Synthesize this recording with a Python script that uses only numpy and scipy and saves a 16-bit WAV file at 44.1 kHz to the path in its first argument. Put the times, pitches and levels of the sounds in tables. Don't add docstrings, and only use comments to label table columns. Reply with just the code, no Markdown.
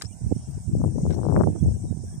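import sys
import numpy as np
from scipy import signal
from scipy.fft import rfft, irfft
from scipy.io import wavfile
from scipy.ndimage import uniform_filter1d, map_coordinates

SR = 44100
rng = np.random.default_rng(int(sys.argv[2]) if len(sys.argv) > 2 else 0)


def ratio_of_db(decibels):
    return 10 ** (np.asarray(decibels, float) / 20)


def generate_wav(sig):
    pcm = np.round(np.clip(np.atleast_2d(sig).T, -1, 1) * 32767).astype(np.int16)
    wavfile.write(sys.argv[1], SR, pcm)


N = 97020


def walk(rate):
    hold = int(SR / rate)
    levels = np.repeat(rng.standard_normal(N // 50), hold)[:N]
    return 1.3 * uniform_filter1d(uniform_filter1d(levels, hold), hold)


def band_noise(low_hz, high_hz, noise):
    return signal.sosfilt(signal.butter(2, [low_hz, high_hz], "band", fs=SR, output="sos"), noise)


def bands(table, wobble_db, rate, steps):
    swell_db, swell_rate = 0.25, 2.17
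    hz = np.maximum(np.arange(N // 2 + 1) * SR / N, 1)
    f, db = np.array(table, float).T
    density = ratio_of_db(np.interp(np.log(hz), np.log(f), db))
    spec = rfft(rng.standard_normal(N)) * density * np.sqrt(SR / 2)
    place = np.log(hz / f[0]) / np.log(f[-1] / f[0]) * steps
    spec = spec * (place > -1) * (place < steps + 0.5)
    out = np.zeros(N)
    for k in range(steps + 1):
        share = np.clip(1 - abs(np.clip(place, 0, steps) - k), 0, 1)
        level = ratio_of_db(wobble_db * walk(rate) + swell_db * walk(swell_rate))
        out += irfft(spec * np.sqrt(share), N) * level
    return out


def traffic():
    # pitch_hz, density_db (per Hz)
    town = [(250, -91), (450, -98), (700, -87), (930, -94), (1080, -101), (1600, -101), (2500, -104.5),
            (4500, -108)]
    alike = 0.3
    mid = bands(town, 1.5, 12.76, steps=7)
    side = bands(town, 1.5, 12.76, steps=7)
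    return np.sqrt((1 + alike) / 2) * mid + np.sqrt((1 - alike) / 2) * side * np.array([[1], [-1]])


def grass_insects():
    # pitch_hz, density_db (per Hz)
    hiss_left = [(4300, -106), (5000, -99), (5600, -88), (6600, -95), (9000, -101), (9700, -107),
                 (12500, -107), (14000, -104)]
    # pitch_hz, density_db (per Hz)
    hiss_right = [(5800, -108), (6300, -98), (7300, -94), (7800, -91), (8900, -84.5), (9400, -99.5),
                  (9900, -107), (14000, -114)]
    # pitch_hz, level_db
    whines = [
        (7063, -79.5),
    ]
    throb_db, throb_rate = 2.5, 35
    t = np.arange(N) / SR
    out = np.array([bands(hiss, throb_db, throb_rate, steps=10) for hiss in (hiss_left, hiss_right)])
    for hz, db in whines:
        out += ratio_of_db(db + 7.5 + 2 * walk(11.0)) * np.sin(2 * np.pi * hz * t)
    return out


def katydids():
    # pitch_hz, width_hz, level_db, rasps_per_s, a_rasp_at_s, duty (share of a cycle)
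    rasps = [
        (7800, 190, -55, 12.6, 1.025, 0.3),
        (8900, 500, -56, 12.6, 0.99, 0.3),
        (8350, 400, -59, 12.6, 1.008, .3),
    ]
    t = np.arange(N) / SR
    out = np.zeros(N)
    for hz, width, db, rate, at, duty in rasps:
        band = band_noise(hz - width / 2, hz + width / 2, rng.standard_normal(N))
        turn = (rate * (t - at) + 0.054 * walk(6.7) + 0.5) % 1 - 0.5
        stroke = np.exp(-(2 * turn / duty) ** 2)
        out += ratio_of_db(db + 1.4 * walk(4.6)) * stroke * band / band.std()
    return out * np.array([[0.15], [1]])


def cicada():
    # centre_s, half_length_s, level_db, pitch_hz, width_hz
    swell = (1.03, .09, -55.5, 6400, 1100)
    at, half, db, hz, width = swell
    t = np.arange(N) / SR
    band = band_noise(hz - width / 2, hz + width / 2, rng.standard_normal((2, N)))
    return ratio_of_db(db) * np.exp(-((t - at) / half) ** 2) * band / band.std()


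def whirligig_knocks():
    # start_s, level_db, body (0 dull, 1 bright)
    knocks = [
        (0.0127, -34, 0),
        (0.0207, -28.5, 1),
        (0.0232, -39.5, 1),
        (0.0409, -50, 1),
        (0.048, -45.5, 1),
        (1.106, -40.5, 0),
        (1.112, -46, 0),
        (1.125, -45.5, 0),
        (1.131, -46.5, 0),
        (1.143, -47, 1),
    ]
    # pitch_hz, level_db, t60_s
    dull_modes = [(845, -16, 0.066), (1556, -7.5, 0.048), (2117, -5, 0.011), (3820, -7, 0.014),
                  (4980, -9, 0.018)]
    # pitch_hz, level_db, t60_s
    bright_modes = [(540, -36, 0.075), (1175, -18.5, 0.055), (1760, -6, 0.016), (4110, -5.5, 0.022),
                    (5170, -1, 0.02), (6630, -1, 0.014), (7720, -3.5, 0.019)]
    low_pan_db, high_pan_db = 9, -9.5
    rattle_db, rattle_s, rattle_pan_db = 0.5, 0.004, 2
    rattle_top_hz = (4140, 8800)
    left_lag = 4
    sides = np.array([[0.5], [-0.5]])
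    out, t = np.zeros((2, N)), np.arange(SR // 10) / SR
    for at, db, body in knocks:
        body = int(body > 0.5)
        seed = rng.standard_normal((2, len(t)))
        ring = 0
        for k, (hz, mode_db, t60) in enumerate((dull_modes, bright_modes)[body]):
            pan_db = low_pan_db if hz < 6000 else high_pan_db
            detuned = hz * (1 + 0.035 * seed[0, k])
            decay = np.exp(-np.log(1000) * t / t60)
            ring = ring + ratio_of_db(mode_db + pan_db * sides) * np.sin(2 * np.pi * detuned * t) * decay
        rattle = band_noise(900, rattle_top_hz[body], seed * np.exp(-t / rattle_s))
        i = int(at * SR)
        out[:, i:i + len(t)] += ratio_of_db(db) * (ring + ratio_of_db(rattle_db + rattle_pan_db * sides) * rattle)
    out[0] = np.roll(out[0], left_lag)
    return out


def squeaks():
    # centre_s, half_length_s, level_db, pitch_hz
    chirps = [(0.057, 0.0019, -39, 5200), (0.067, .004, -48, 5600), (0.046, .003, -43.5, 5300),
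              (0.13, 0.0065, -60.5, 2900), (1.128, 0.0028, -50, 5660), (1.137, 0.0033, -54, 5600),
              (1.152, 0.0026, -48, 5600), (1.639, 0.0049, -52.5, 6400), (0.11, 0.01, -65.5, 2370),
              (2.4, 0.029, -67.5, 1573), (2.09, .012, -65, 1600), (2.13, 0.027, -69.5, 1700),
              (2.144, 0.0069, -63.5, 3380), (1.6, .005, -66, 3380), (1.9, 0.033, -69.5, 3800),
              (2.5, 0.018, -64.5, 1608)]
    pan_db, waver_rad = 11, 1.1
    t = np.arange(N) / SR
    out = np.zeros(N)
    for at, half, db, hz in chirps:
        level = ratio_of_db(db + 2 * walk(150)) * np.exp(-((t - at) / half) ** 2)
        out += level * np.sin(2 * np.pi * hz * t + waver_rad * walk(150))
    return out * ratio_of_db(np.array([[pan_db], [-pan_db]]) / 2)


def low_cut(x):
    cut_hz, width_hz = 71.1, 91.2
    w, q = 2 * np.pi * cut_hz, cut_hz / width_hz
    b, a = signal.bilinear([1, 0, 0], [1, w / q, w * w], SR)
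    for _ in range(3):
        x = signal.lfilter(b, a, x)
    return x


def turbulence(puffs):
    calm_db, calm_hz, wind_db = -51.5, 119.72, -0.5
    corner_per_hz, corner_from_hz = 0.85, 50
    flutter_db, flutter_rate = 2.5, 130
    even, even_s = 0.78, 0.024
    t = np.arange(N) / SR
    s, half, db, hz = np.array(puffs, float).T[:, :, None]
    power = ratio_of_db(2 * db) * np.exp(-((t - s) / half) ** 2)
    total = power.sum(0) + ratio_of_db(2 * calm_db)
    pitch = ((power * hz).sum(0) + ratio_of_db(2 * calm_db) * calm_hz) / total
    speed = corner_per_hz * np.maximum(pitch - corner_from_hz, 10) * ratio_of_db(flutter_db * walk(flutter_rate))
    size = 2 ** 14
    fade = np.exp(-np.arange(size // 2 + 1) / size * 32)
    field = irfft(rfft(rng.standard_normal(size)) * fade, size)
    air = low_cut(map_coordinates(field, [np.cumsum(speed) * 32 / SR], mode="wrap"))
    span = int(even_s * SR)
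    local = uniform_filter1d(uniform_filter1d(air ** 2, span), span) + 1e-12
    air = air / local ** (even / 2)
    slow = uniform_filter1d(air ** 2, SR // 2)
    return ratio_of_db(wind_db) * air * np.sqrt(total / slow)


def slaps(eddies):
    slap_db, edge = -23, 1.08
    t = np.arange(N) / SR
    out = np.zeros(N)
    for at, db, ms in eddies:
        lean = rng.uniform(0, 2 * np.pi)
        u = (t - at) * 1000 / max(ms, 0.05)
        out += ratio_of_db(db + slap_db) * (np.cos(lean) + np.sin(lean) * 2 * u) * np.exp(-edge * u * u)
    return low_cut(out)


def wind():
    # centre_s, half_length_s, level_db, eddy_pitch_hz
    left_puffs = [(0.255, 0.02, -28, 134), (0.339, 0.071, -34, 129.7), (0.408, 0.013, -35, 144.7),
                  (0.494, 0.014, -26.5, 146.4), (0.559, 0.022, -25.5, 125.6), (0.608, 0.022, -32.5, 115.3),
                  (0.749, 0.023, -17, 162.8), (0.854, 0.049, -17.5, 202.5), (0.969, 0.025, -20, 197),
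                  (1.044, 0.018, -20, 191.4), (1.097, 0.018, -15.5, 232.6), (1.183, 0.097, -22, 239.5),
                  (1.274, 0.018, -18.5, 283.6), (1.321, 0.024, -14.5, 220.2), (1.368, 0.014, -13, 253.4),
                  (1.404, 0.014, -12.5, 312.1), (1.44, 0.006, -23.5, 231.9), (1.49, 0.019, -22.5, 215.3),
                  (1.541, 0.12, -40, 220.8), (1.585, 0.013, -37.5, 106.6), (1.677, 0.017, -14, 131.4),
                  (1.708, 0.045, -17.5, 132.7), (1.847, 0.029, -25, 144.4), (2.071, 0.018, -30, 129.7),
                  (2.127, 0.12, -38.5, 134.9), (2.147, 0.012, -31.5, 137)]
    # centre_s, half_length_s, level_db, eddy_pitch_hz
    right_puffs = [(0.055, 0.0091, -26.5, 132.5), (0.11, 0.056, -35, 128.2), (0.261, 0.02897, -20, 118.3),
                   (0.322, 0.007, -17, 229.9), (0.366, 0.018, -25.5, 142.9), (0.465, 0.046, -36.5, 125.7),
                   (0.575, 0.01215, -26.5, 91.74), (0.681, 0.011, -19, 118.4), (0.773, 0.011, -22.5, 107),
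                   (0.788, 0.0958, -26, 119.7), (0.841, 0.01815, -28.5, 147), (1.027, 0.017, -20.5, 130.7),
                   (1.07, 0.0942, -28.5, 133.3), (1.079, 0.017, -27, 138.8), (1.24, 0.02326, -29.5, 125.4),
                   (1.376, 0.0125, -18, 308.7), (1.435, 0.01, -15, 243.3), (1.446, 0.091, -21.0, 235.7),
                   (1.477, 0.01228, -15.5, 256.7), (1.538, 0.01198, -21.5, 153),
                   (1.63, 0.017, -12.5, 132.2), (1.674, 0.013, -15.5, 162.6), (1.727, 0.03818, -30.5, 158),
                   (1.917, 0.014, -19.5, 136.7), (1.966, 0.1232, -29, 131.8), (2.188, 0.0072, -25, 109.5)]
    # centre_s, strength_db, width_ms
    left_slaps = [(0.752, 13, 0.81), (.817, 5.5, 0.46), (0.84, 7.5, 0.49), (0.848, 9, 0.51),
                  (0.861, 11, 0.78), (0.984, 8, 0.48), (1.054, 8.5, 0.64), (1.097, 8.5, 0.7),
                  (1.148, 1.5, 0.5), (1.215, 4.5, 0.5), (1.233, 2.5, 0.39), (1.267, 13.5, 0.56),
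                  (1.298, 10, 0.44), (1.325, 12, 0.52), (1.344, 10.5, 0.55), (1.364, 14, 0.3),
                  (1.411, 17.5, 0.41), (1.42, 8.5, 0.43), (1.436, 10, 0.31), (1.475, 1.5, 0.53),
                  (.762, -11, 0.57), (.805, -4, 0.84), (.878, -4.5, 0.54), (.887, 1, 0.7), (.952, -3, 0.7),
                  (.963, 4, 0.74), (.992, -8, 0.51), (1.014, -8, 0.72), (1.065, 6, 0.49), (1.107, 2, 0.57),
                  (1.125, -10, .6), (1.136, 0.5, .55), (1.175, -6, 0.51), (1.19, -0.5, 0.64),
                  (1.224, 3, 0.61), (1.248, 9, 0.61), (1.253, 6.5, 0.48), (1.287, 7.5, 0.46),
                  (1.305, 2, 0.36), (1.316, 2.5, 0.39), (1.334, 2, 0.54), (1.356, 4, 0.4),
                  (1.378, 0.5, 0.73), (1.388, -13, 0.32), (1.394, 6, 0.44), (1.4, 13.5, 0.58),
                  (1.445, -7, 0.66), (1.501, -0.5, .7), (1.671, -11, 0.65), (1.691, -1.5, 0.67),
                  (1.71, -2, 0.68), (1.721, -4.5, 0.63), (1.854, -1.5, 0.69)]
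    # centre_s, strength_db, width_ms
    right_slaps = [(0.247, -12, 0.85), (.31, -2, 0.74), (.3185, 5, 0.51), (.321, 11.5, 0.83),
                   (0.324, 17.5, 1.04), (0.364, 6.5, 1.27), (1.465, -5.5, 0.52), (1.495, -10, 0.72),
                   (1.505, -10, 0.87), (1.649, -1, .7), (1.675, -9, 0.84), (1.749, -13, 0.55),
                   (2.049, -9.5, 0.77), (2.128, -14.5, 0.62), (1.076, 7, 0.97), (1.347, 3.5, 0.66),
                   (1.377, 13, 0.51), (1.44, 7.5, 0.34), (1.473, 15.5, 0.59), (1.482, -18, 0.92),
                   (1.52, -7, 1.45), (1.637, 2, 0.76), (1.661, 6.5, 0.65), (1.684, 10, 0.96),
                   (1.715, -1, 0.64), (1.926, 2.5, 0.83)]
    left = turbulence(left_puffs) + slaps(left_slaps)
    right = turbulence(right_puffs) + slaps(right_slaps)
    return np.array([left, right])


def scene():
    background = traffic() + grass_insects() + katydids() + cicada()
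    return background + whirligig_knocks() + squeaks() + wind()


def thin_out(x):
    # pitch_hz, threshold_db
    thrift = [(850, -25), (1100, 2), (2500, 4.5), (4600, 5), (5200, -6), (9300, -9), (9900, 5),
              (14000, 3.5)]
    f, _, lines = signal.stft(x, SR, "cosine", 2048)
    usual = uniform_filter1d(np.median(abs(lines), axis=2), size=15, axis=1)
    bar = usual * ratio_of_db(np.interp(f, *np.array(thrift).T))
    return signal.istft(lines * (abs(lines) > bar[:, :, None]), SR, "cosine", 2048)[1][:, :N]


def band_limit(x):
    return signal.sosfilt(signal.butter(12, 14340, fs=SR, output="sos"), x)


def record(dry):
    top_hz, gap_low_hz, gap_high_hz, gap_db = 14340, 11050, 11750, -32.5
    hz = np.arange(N // 2 + 1) * SR / N
    in_gap = (hz > gap_low_hz) & (hz < gap_high_hz)
    keep = (hz < top_hz) * np.where(in_gap, ratio_of_db(gap_db), 1)
    mix = irfft(rfft(thin_out(dry)) * keep, N)
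    return band_limit(mix)


dry = scene()
out = record(dry)
generate_wav(out)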